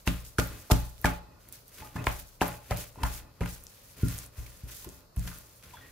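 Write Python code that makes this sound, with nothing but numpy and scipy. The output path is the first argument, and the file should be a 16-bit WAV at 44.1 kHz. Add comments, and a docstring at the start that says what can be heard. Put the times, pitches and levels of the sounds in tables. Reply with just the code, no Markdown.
"""A wet slap and a low thump are heard first, over faint hum and hiss: a hand works sticky dough in a
ceramic bowl on a light table, close to a phone. Ragged knocks excite trapped air and the bowl; smooth pushes
excite table modes. Enveloped noise gives water spray, random clicks give the crackle and squelch of peeling,
damped ticks give snapping strands, and shoves of dough rub bowl and table. A small hard-walled kitchen
answers the slaps, spray, bowl and snaps with decaying noise."""
import sys
import numpy as np
from scipy import signal
from scipy.fft import rfft, irfft
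from scipy.io import wavfile
from scipy.ndimage import uniform_filter1d

SR = 44100
rng = np.random.default_rng(int(sys.argv[2]) if len(sys.argv) > 2 else 0)


def to_wav(s):
    """Save 16-bit WAV."""
    ch = np.atleast_2d(s).T  # columns
    pcm = np.round(np.clip(ch, -1, 1) * 32767)  # PCM
    wavfile.write(sys.argv[1], SR, pcm.astype(np.int16))


def boost_factor(decibels):
    """Convert a level in decibels to a linear amplitude factor."""
    exponent = np.asarray(decibels, float) / 20
    return 10 ** exponent


N = 260631  # samples

# Palm and fingers landing: t/s, peak level/dB, trapped-air f/Hz, nominal cycles of ringing, spread/ms
SLAPS = [(.068, -29.5, 1140, 1.7, 5.5), (0.0742, -18, 2900, 4.3, 1.8), (.076, -17, 1220, 1.45, 1.03),
         (.082, -29.5, 3300, 3, 5.7), (.384, -14, 1430, 5.6, 1.2), (.388, -17.5, 600, 2.1, 4.9),
         (.398, -28.5, 2820, 3, 4), (0.7, -22, 730, 2.1, 2.8), (.706, -18, 600, 2.3, 3.2),
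         (.711, -16, 1130, 1.9, 1.35), (.713, -30, 2450, 1.5, 3.5), (.719, -19, 1140, 2.1, 0.68),
         (1.043, -12, 1550, 3.3, 3.5), (1.046, -14.5, 812, 7, 1.66), (1.055, -15, 1550, 1.4, 3.8),
         (1.063, -28, 1560, 8.7, 4.8), (1.815, -44, 864, 25, 10), (1.829, -47, 1210, 21, 31),
         (1.957, -26.5, 850, 0.81, 7.8), (1.962, -31.5, 1750, 5.7, 7.8), (2.002, -42.5, 1180, 15, 12),
         (2.041, -36, 770, 2, 3.2), (2.067, -23, 1490, 1.2, 2), (2.0694, -9, 1730, .8, 0.051),
         (2.0699, -14.5, 2390, 1.8, 0.18), (2.07, -13.5, 650, 1.24, .3), (2.073, -16.5, 1610, .8, 0.07),
         (2.075, -29, 2500, 3, 2.5), (2.41, -18.5, 2240, 2, 2.2), (2.415, -11.5, 800, 2.1, 0.74),
         (2.416, -18, 1590, 6.4, 3), (2.42, -15, 840, 2.8, 1.4), (2.428, -24, 1020, 2.7, 2.9),
         (2.455, -29, 850, 2.2, 2.6), (2.474, -36, 1000, 2.2, 1.8), (2.708, -20, 744, 3, 3.9),
         (2.716, -24.5, 1600, 1.4, 6.7), (2.956, -41.5, 850, 1.9, 4.3), (2.982, -40, 870, 6.1, 5.4),
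         (3.032, -22, 880, 3.6, 5.5), (3.033, -26.5, 2600, 5.5, 2.6), (3.034, -25, 1500, 4.5, 2.8),
         (3.049, -27.5, 1490, 3.2, 5.6), (3.062, -37, 1900, 2.2, 4), (3.406, -26, 398, 3.3, 2),
         (3.408, -34, 2350, 4.2, 4.3), (3.407, -32, 1490, 1.5, 2.6), (3.411, -29.5, 900, 3.2, 7.1),
         (3.416, -39.5, 2700, 6, 8.2), (3.42, -32, 1460, 2.4, 9.6), (3.43, -39, 2520, 2.5, 3.3),
         (3.435, -32.5, 1820, 2.8, 4.1), (3.458, -29.5, 1690, 1.5, 2.3), (4.017, -47.5, 1415, 40, 30),
         (4.083, -39, 1700, 1.5, 2.4), (4.462, -47, 2310, 10, 5.5), (4.846, -45, 1060, 2.5, 2.7),
         (4.864, -39.5, 397, 7.5, 7.8), (5.164, -45.5, 1060, 1.1, 3.1), (5.274, -32.5, 1780, 2.2, 5.8),
         (5.31, -40.5, 1460, 2.5, 14), (5.635, -46, 1800, 2.7, 5.4), (5.733, -43, 937, 7.3, 8.5),
         (5.768, -42.5, 1500, 10.5, 5.5), (5.729, -52, 3400, 33, 46), (5.804, -46.5, 1890, 36, 30)]
# Water squirting from under the palm: t/s, level/dB before the landing envelope, spread/ms
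SQUIRTS = [(.068, -40, 4.7), (0.074, -21.5, 1.9), (0.08, -28, 5.2), (.384, -22, 1.5), (0.387, -24.5, 4.9),
           (0.396, -21.5, 4.1), (.701, -39, 2.4), (0.71, -23, 1.1), (.713, -15, 4.1), (0.718, -10, 1.05),
           (1.047, -33, 2.2), (1.055, -23, 3.4), (1.062, -29, 6.7), (2.041, -35.5, 3.5), (2.067, -26, 2.1),
           (2.415, -22.5, 1.1), (2.421, -29.5, 2.7), (2.429, -32, 3.6), (2.455, -39, 2.6),
           (2.709, -29, 2.6), (3.032, -28, 4.1), (3.459, -37, 2.3), (4.083, -34, 2.7), (4.463, -43.5, 5.3),
           (4.846, -38, 2.4), (5.166, -45, 2.6), (5.275, -34.5, 5.1), (5.635, -46.5, 7.9), (5.735, -50, 12)]
MIST_DB = -16  # water thrown by every landing, re the slap's level
# Bowl modes in close pairs, as in a hand-thrown wall: centre f/Hz, level/dB, t60/s, split/Hz
BOWL_MODES = [(579, -1, 0.32, 16), (600, 3, 0.15, 14.8), (744, -5, 0.21, 44), (850, -4.5, 0.43, 24.9),
              (1051, 6, 0.08, 28), (1205, -1.5, 0.215, 31), (1430, 2.5, 0.15, 26), (1564, -34.5, 1, 14.3),
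              (1780, 1.5, 0.041, 26), (1997, 3, 0.04, 39), (2475, -2, 0.15, 30), (2600, 3, 0.066, 43),
              (3300, -37, .1, 33)]
BOWL_DB, RUB_DB = -49, 2.5  # whole bowl; share of the drag that rubs it
# Blows reaching the table: t/s, force level/dB, sideways share/dB, rim share/dB, nominal contact/ms
BLOWS = [(.074, -25.5, 6, 5, 4.36), (0.239, -50, -15, -13, 6.5), (.387, -23.5, 2, -3, 2.55),
         (.717, -17.5, 5, -5, 2.73), (1.046, -25.5, 6, 5, 3.7), (1.807, -44, -22, -9, 11),
         (1.955, -32.5, -21, 3.5, 5.1), (2.071, -30.5, 7.5, -4.5, 4.5), (2.416, -34.5, 4, 6, 0.77),
         (2.711, -21, -2.5, -2.5, 6.75), (2.975, -43, -19, -4, 3.3), (3.031, -25.5, 7.5, 2.5, 7.8),
         (3.411, -22.5, -0.5, 4.5, 6.5), (4.032, -18, -3.5, -4, 3.8), (4.382, -31.5, 5, -5, 8.8),
         (4.635, -39, 5.5, -9, 4.8), (4.864, -46, 7.5, 3, 3.7), (5.171, -22, 3, 2, 7.85),
         (5.263, -42.5, 2, 10.5, 6.3)]
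# Table modes in four groups: f/Hz, level/dB, t60/s, left minus right level/dB, left phase lead/rad
SWAY_MODES = [(34, -17, 0.54, 22, 0.0088), (50.5, -21, 0.14, -25, 0.086), (59.14, -3, 0.46, -0.5, 0.54),
              (70.6, 0, 0.14, 6, 0.12)]
TOP_MODES = [(84.7, -11, .3, 0, .3), (97.2, -1, 0.12, 0, 0.28), (102, -7.5, 0.37, 0, .4),
             (120.2, -2, 0.35, 0.017, -0.26), (148.7, -17.5, 0.48, 0, .3)]
EDGE_MODES = [(174.5, 0.5, 0.29, 0.41, 0.5), (199.3, -4.5, 0.17, 1.3, 0.4), (217, -1, 0.13, 1, 0.28)]
BASE_MODES = [(270.1, -0.5, 0.22, 0.73, 0.85), (302.2, -3.5, 0.13, 0.93, -1),
              (328.4, -3.5, 0.15, 0.38, 0.98), (375, -4.5, 0.067, 0.46, -1.06), (417.2, -8, 0.25, 0, 1)]
# Factor on the nominal contact time for sway, top, edge and base: the lows come late
CONTACT_STRETCH = [1.24, 1.04, 0.97, 0.82]
# Share of the drag reaching sway, top, edge and base: level/dB
DRAG_SHARE_DB = [-38, -38.5, -48, -42]
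BASE_DB, BASE_DB_PER_MS = 3, -0.53  # base force re edge force, less for a longer nominal contact
# The lump shoved across the bowl: t of the peak/s, level/dB, fade/(dB per s)
SHOVES = [(.118, -38.5, 138), (.255, -58, 236), (.45, -48, 23), (.516, -39, 108), (.78, -38, 129),
          (1.03, -48, 250), (1.11, -28.5, 400), (1.2, -49, 23), (1.47, -51.5, 155), (1.81, -40, 200),
          (1.987, -29.5, 200), (2.187, -43.5, 250), (2.478, -32, 170), (2.71, -39, 283), (2.79, -38.5, 400),
          (3.021, -32.5, 245), (3.1, -43.5, 38), (3.4, -48, 200), (3.49, -53, 6), (3.99, -45, 5),
          (4.19, -45.5, 90), (4.38, -46.5, 57), (4.66, -49, 300), (4.85, -44, 80), (5.17, -47, 28),
          (5.25, -42, 200), (5.355, -47.5, 92), (5.64, -51.5, 2), (5.84, -50.5, 200)]
SHOVE_RISE_DB_PER_S, SHOVE_LONGEST_S = 400, 0.19
CREEP_DB = -7.5  # least drag, re the crackle gain
# Dough peeling and smearing: start t/s, length/s, start crackle level/dB, drift/(dB per s),
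# squelch level re crackle/dB
PEEL_STROKES = [(0, 0.036, -55.5, -200, -27), (0.068, 0.15, -43, -65, -4.5),
                (0.249, 0.18, -47.5, -125, -14), (0.391, 0.29, -41, -48, -9), (0.712, .23, -35, -105, -21),
                (.94, 0.12, -58, 32, -24), (1.054, .11, -39.5, -115, -3.5), (1.404, 0.15, -62.5, 21, -6),
                (1.532, .12, -46, -150, -19), (1.64, 0.052, -65, 180, -31), (1.708, 0.091, -58, 125, -9),
                (1.783, 0.22, -47, -72, -4.5), (1.946, 0.081, -56.5, 8, 1), (2.064, 0.1, -40.5, -46, -31),
                (2.192, .05, -40.5, -300, -32), (2.245, 0.11, -54.5, -37, -29),
                (2.42, 0.15, -38, -92, -4.5), (2.603, 0.13, -58.5, 52, -5.5), (2.707, 0.033, -46, 4, 1.5),
                (2.769, 0.053, -39, -5, -21), (2.811, 0.13, -40, -180, -8), (2.94, .09, -63, 70, -3.5),
                (3.039, .14, -43, -4, -8), (3.296, .12, -74, 80, -3), (3.422, 0.065, -57.5, 200, -4.5),
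                (3.477, .09, -42.5, -69, -12), (3.58, .11, -54.5, -60, -14), (3.696, 0.25, -55, -1, -13),
                (3.969, .15, -50.5, 60, -8), (4.118, 0.13, -40.5, -55, -13), (4.321, 0.072, -65, 198, -5.5),
                (4.375, 0.44, -51, -19, -10.5), (4.68, 0.018, -49.5, 250, -8),
                (4.71, 0.14, -43.5, -33, -21), (4.842, .16, -53, -22, -18), (5.17, 0.12, -54, 74, -8),
                (5.27, 0.14, -45, -47, -12), (5.4, 0.28, -55.5, -21, -13), (5.63, 0.35, -55, -15, -3.5)]
GRIP_DB_PER_S, LET_GO_DB_PER_S = 1102, 283  # how fast a stroke sets in; how fast strokes and shoves let go
# Single strands of dough snapping: t/s, peak level/dB before panning, f/Hz, left minus right level/dB
SNAPS = [(0.4738, -25, 13500, 3), (0.9806, -46, 4260, -17), (1.015, -27, 12000, -6),
         (1.488, -30.5, 11700, -4.0), (1.525, -25, 10900, -8), (1.6806, -35, 11500, -7),
         (1.7439, -42, 11300, -2), (2.0398, -49, 4540, -1.0), (2.117, -41, 4020, -1.5),
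         (2.1983, -34, 11200, -24), (2.4807, -21, 12300, -7), (2.772, -19.5, 9900, -8),
         (3.638, -31, 10800, -4), (3.668, -29, 6740, 2), (4.085, -25, 8000, -3), (4.263, -32, 9000, -4),
         (4.181, -26, 9700, -11), (4.1879, -21, 6650, 4), (4.8443, -30, 11100, -8), (4.8902, -30, 7800, -1),
         (5.1627, -30, 10800, 0), (5.1947, -32, 7630, -7), (5.2762, -38, 11700, -9),
         (5.386, -30, 13600, -7), (5.627, -38, 4400, 0.0)]
# Filter curves of crackle, squelch, spray and kitchen noise: f/Hz, relative level/dB
CRACKLE_CURVE = [(600, -15), (1500, -2), (2600, -2.5), (3400, -1), (4300, -0.5), (6500, 2), (8500, -0.5),
                 (12000, 3.5), (15000, -0.5), (16000, 8)]
SQUELCH_CURVE = [(200, -8), (500, 2.5), (900, -13), (1400, -1), (2500, -1.5), (5000, -12.5)]
SPRAY_CURVE = [(1500, -3.5), (3500, -4.5), (6500, -7), (9000, -10.5), (12000, -7.5), (15000, -14),
               (16000, -31)]
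KITCHEN_CURVE = [(18, -32), (30, 9), (59, 0.5), (112, 0), (311, -14.5), (584, -7), (760, -16.5),
                 (844, -13.5), (1250, -15), (1860, -25.5), (3400, -28), (4300, -19.5), (8520, -30),
                 (14800, -25), (16000, -47)]
KITCHEN_DB = -56.5  # rms
# Reverberation by half-octave band: centre f/Hz, t60/s
ROOM_BANDS = [(350, 0.4), (500, 0.34), (700, 0.34), (1000, 0.26), (1400, 0.35), (2000, 0.28), (2800, 0.3),
              (4000, 0.52), (5600, 0.16), (8000, 0.15), (11200, 0.026)]
ROOM_DB = -7.5


def trapped_air():
    """Cavity resonance: skin meets dough patch by patch, and ragged knocks ring the air pockets."""
    air = np.zeros(N)
    t = np.arange(8192) / SR
    for s, db, hz, cycles, ms in SLAPS:
        raggedness_db = 3.5 * uniform_filter1d(rng.standard_normal(len(t)), size=40) * np.sqrt(40)
        patches = landing(t, ms) * rng.standard_normal(len(t)) * boost_factor(raggedness_db)
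        pop = np.gradient(patches)
        for _ in range(3):  # a steep-sided pocket resonance
            pop = ring(pop, hz, 0.99 * cycles / hz)
        add(air, s, boost_factor(db) * pop / np.abs(pop).max())
    return air


def spray():
    """Turbulent noise under a landing envelope: mist from every slap, and squirts from under the palm."""
    envelope = np.zeros(N)
    t = np.arange(8192) / SR
    for s, db, _, _, ms in SLAPS:
        add(envelope, s, boost_factor(db + MIST_DB) * landing(t, ms))
    for s, db, ms in SQUIRTS:
        add(envelope, s, boost_factor(db) * landing(t, ms))
    shared, own = rng.standard_normal(N), rng.standard_normal((2, N))
    return envelope * colour(shared + 5.6 * own, SPRAY_CURVE)


def landing(t, ms):
    """Exponential relaxation: a quick rise and a fall over the spread."""
    return (1 - np.exp(-t * 5000 / ms)) * np.exp(-t * 1000 / ms)


def bowl(knocks):
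    """Mode splitting: slaps and drag ring paired modes, each half mostly towards its own side."""
    force = knocks + boost_factor(RUB_DB) * drag() * rng.standard_normal(N)
    out = 0
    for k, (hz, db, t60, split_hz) in enumerate(BOWL_MODES):
        low = ring(force, hz - split_hz / 2, t60)
        high = ring(force, hz + split_hz / 2, t60)
        pair = np.array([low + 0.062 * high, high + 0.059 * low])
        out = out + (-1) ** k * boost_factor(db) * pair
    return boost_factor(BOWL_DB) * out


def table():
    """Modal excitation: a smooth push feeds high modes less the longer it lasts; drag shakes them too."""
    out, drag_gain = 0, drag()
    for k, modes in enumerate((SWAY_MODES, TOP_MODES, EDGE_MODES, BASE_MODES)):
        force = np.zeros(N)
        for s, db, sideways_db, rim_db, ms in BLOWS:
            base_db = rim_db + BASE_DB + BASE_DB_PER_MS * ms
            share_db = (sideways_db, 0, rim_db, base_db)[k]
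            contact = CONTACT_STRETCH[k] * ms * SR / 1000  # samples
            push = np.sin(np.pi * np.clip(np.arange(2000) / contact, 0, 1)) ** 2
            add(force, s, boost_factor(db + share_db) * push / push.sum())
        force = force + boost_factor(DRAG_SHARE_DB[k]) * rng.standard_normal(N) * drag_gain
        for hz, db, t60, pan_db, lead in modes:
            # sound follows acceleration, so it starts a quarter turn ahead of the motion
            left = ring(force, hz, t60, np.pi / 2 + lead / 2)
            right = ring(force, hz, t60, np.pi / 2 - lead / 2)
            out = out + boost_factor(db) * sides(pan_db) * [left, right]
    return out


def drag():
    """Sliding friction: each shove swells, fades and lets go, over a creep that follows the peeling."""
    t = np.arange(0, N, 32)[:, None] / SR
    s, db, fade = np.transpose(SHOVES)
    late = t - s
    shove = db - SHOVE_RISE_DB_PER_S * np.maximum(-late, 0) - fade * np.maximum(late, 0)
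    shove = shove - LET_GO_DB_PER_S * np.maximum(late - SHOVE_LONGEST_S, 0)
    shove_db = np.interp(np.arange(N) / SR, t[:, 0], shove.max(axis=1))
    creep = boost_factor(CREEP_DB) * strokes()[0]
    return np.maximum(boost_factor(shove_db), creep)


def peel():
    """Superposed random bursts: tiny films crackle in flurries, larger wet pockets squelch lower down."""
    flurry_db = 0.51 * uniform_filter1d(rng.standard_normal(N), size=300) * np.sqrt(300)
    crackle = colour(grains(9000, 0.38), CRACKLE_CURVE)
    coarse = signal.sosfilt(signal.butter(2, 6000, fs=SR, output="sos"), crackle)
    # thick and thin films take turns
    patchy_db = 1.3 * uniform_filter1d(rng.standard_normal(N), size=900) * np.sqrt(900)
    crackle = coarse * boost_factor(patchy_db) + (crackle - coarse) * boost_factor(-patchy_db)
    pockets = grains(1500, 0.72)
    squelch = colour(pockets[0] + 0.5 * pockets, SQUELCH_CURVE)
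    threads = colour(grains(250, 2.0)[0], CRACKLE_CURVE)  # thin strands part now and then
    crackle_gain, squelch_gain = strokes()
    films = boost_factor(flurry_db) * crackle + boost_factor(-13) * threads
    return crackle_gain * films + squelch_gain * squelch


def strokes():
    """Adhesion and release: crackle and squelch gains grip, drift and let go; the loudest stroke wins."""
    t = np.arange(0, N, 32)[:, None] / SR
    s, length, db, drift, wet_db = np.transpose(PEEL_STROKES)
    crackle = db + drift * np.clip(t - s, 0, length) - GRIP_DB_PER_S * np.maximum(s - t, 0)
    crackle = crackle - LET_GO_DB_PER_S * np.maximum(t - s - length, 0)
    gains = []
    for level in (crackle, crackle + wet_db):
        gains.append(boost_factor(np.interp(np.arange(N) / SR, t[:, 0], level.max(axis=1))))
    return gains


def grains(per_s, scatter_db):
    """Poisson-like impulses: random clicks of very unequal size, independent on each side."""
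    clicks = (rng.random((2, N)) < per_s / SR) * rng.standard_normal((2, N))
    return clicks * boost_factor(scatter_db * rng.exponential(size=(2, N)))


def snaps():
    """Sudden release of tension: each strand breaks with a sub-millisecond broad tick."""
    out, t = np.zeros((2, N)), np.arange(400) / SR
    for s, db, hz, pan_db in SNAPS:
        burst = rng.standard_normal(len(t)) * np.exp(-t / 0.0005)
        # ring() holds this t60 at its 1 ms minimum
        tick = ring(np.diff(burst, prepend=0), hz, 0.0004)
        add(out, s, boost_factor(db) * sides(pan_db) * tick / np.abs(tick).max())
    return out


def room(x):
    """Diffuse reverberation: noise carries on each band's power, so no two tails are alike."""
    out = 0
    for hz, t60 in ROOM_BANDS:
        edges = [hz / 2 ** 0.25, hz * 2 ** 0.25]
        band = signal.butter(2, edges, "bandpass", fs=SR, output="sos")
        keep = np.exp(-2 * np.log(1000) / (t60 * SR))
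        power = signal.lfilter([1 - keep], [1, -keep], signal.sosfilt(band, x.mean(axis=0)) ** 2)
        # echoes build up over the first milliseconds
        power = np.roll(uniform_filter1d(power, size=300), 300)
        echoes = signal.sosfilt(band, rng.standard_normal(N) + 3.3 * rng.standard_normal((2, N)))
        out = out + np.sqrt(np.abs(power)) * echoes / echoes.std()
    return boost_factor(ROOM_DB) * out


def kitchen():
    """Long waves correlate the two sides: steady hum and hiss share their bass."""
    shared, own = rng.standard_normal(N), rng.standard_normal((2, N))
    # below about 350 Hz the shared noise takes the place of each side's own
    bass = signal.lfilter(*signal.butter(1, 350, fs=SR), shared - own)
    return boost_factor(KITCHEN_DB) * colour(own + bass, KITCHEN_CURVE)


def ring(x, hz, t60, lead=0.0):
    """Damped harmonic oscillator: one decaying mode struck by x, its phase advanced by lead/rad."""
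    pole = np.exp(2j * np.pi * hz / SR - np.log(1000) / (max(t60, 0.001) * SR))
    return signal.lfilter([np.exp(1j * lead)], [1, -pole], x).imag


def colour(x, points):
    """Spectral shaping: filter by (f/Hz, level/dB) points and bring to rms 1."""
    hz, db = np.transpose(points)
    bins = np.fft.rfftfreq(N, 1 / SR)
    gain = boost_factor(np.interp(np.log(bins + 1), np.log(hz), db, left=-90, right=-90))
    y = irfft(rfft(x) * gain, N)
    return y / np.sqrt(np.mean(y ** 2))


def sides(pan_db):
    """Interaural level difference: left and right gains."""
    return boost_factor(np.array([[pan_db / 2], [-pan_db / 2]]))


def add(track, s, piece):
    """Linear superposition: mix a piece in at time s."""
    i = int(s * SR)
    track[..., i:i + piece.shape[-1]] += piece[..., :N - i]


def scene():
    """Superposition of direct and reflected sound: everything in the bowl, the table and the kitchen."""
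    air = trapped_air()
    near = air + spray() + bowl(air) + snaps()
    return near + room(near) + table() + peel() + kitchen()


def top_cut(x):
    """Nothing passes above the cut-off."""
    return signal.sosfilt(signal.butter(12, 16650, fs=SR, output="sos"), x)


def record(dry):
    """Band limiting and soft saturation: the phone drops deep bass, rounds loud peaks and cuts the top."""
    x = signal.sosfilt(signal.butter(2, 38, "highpass", fs=SR, output="sos"), dry)
    rounded = np.tanh(1.067 * x) / 1.298
    mix = signal.sosfilt(signal.ellip(8, 0.2, 60, 15500, fs=SR, output="sos"), rounded)
    return top_cut(mix)


dry = scene()
out = record(dry)
to_wav(out)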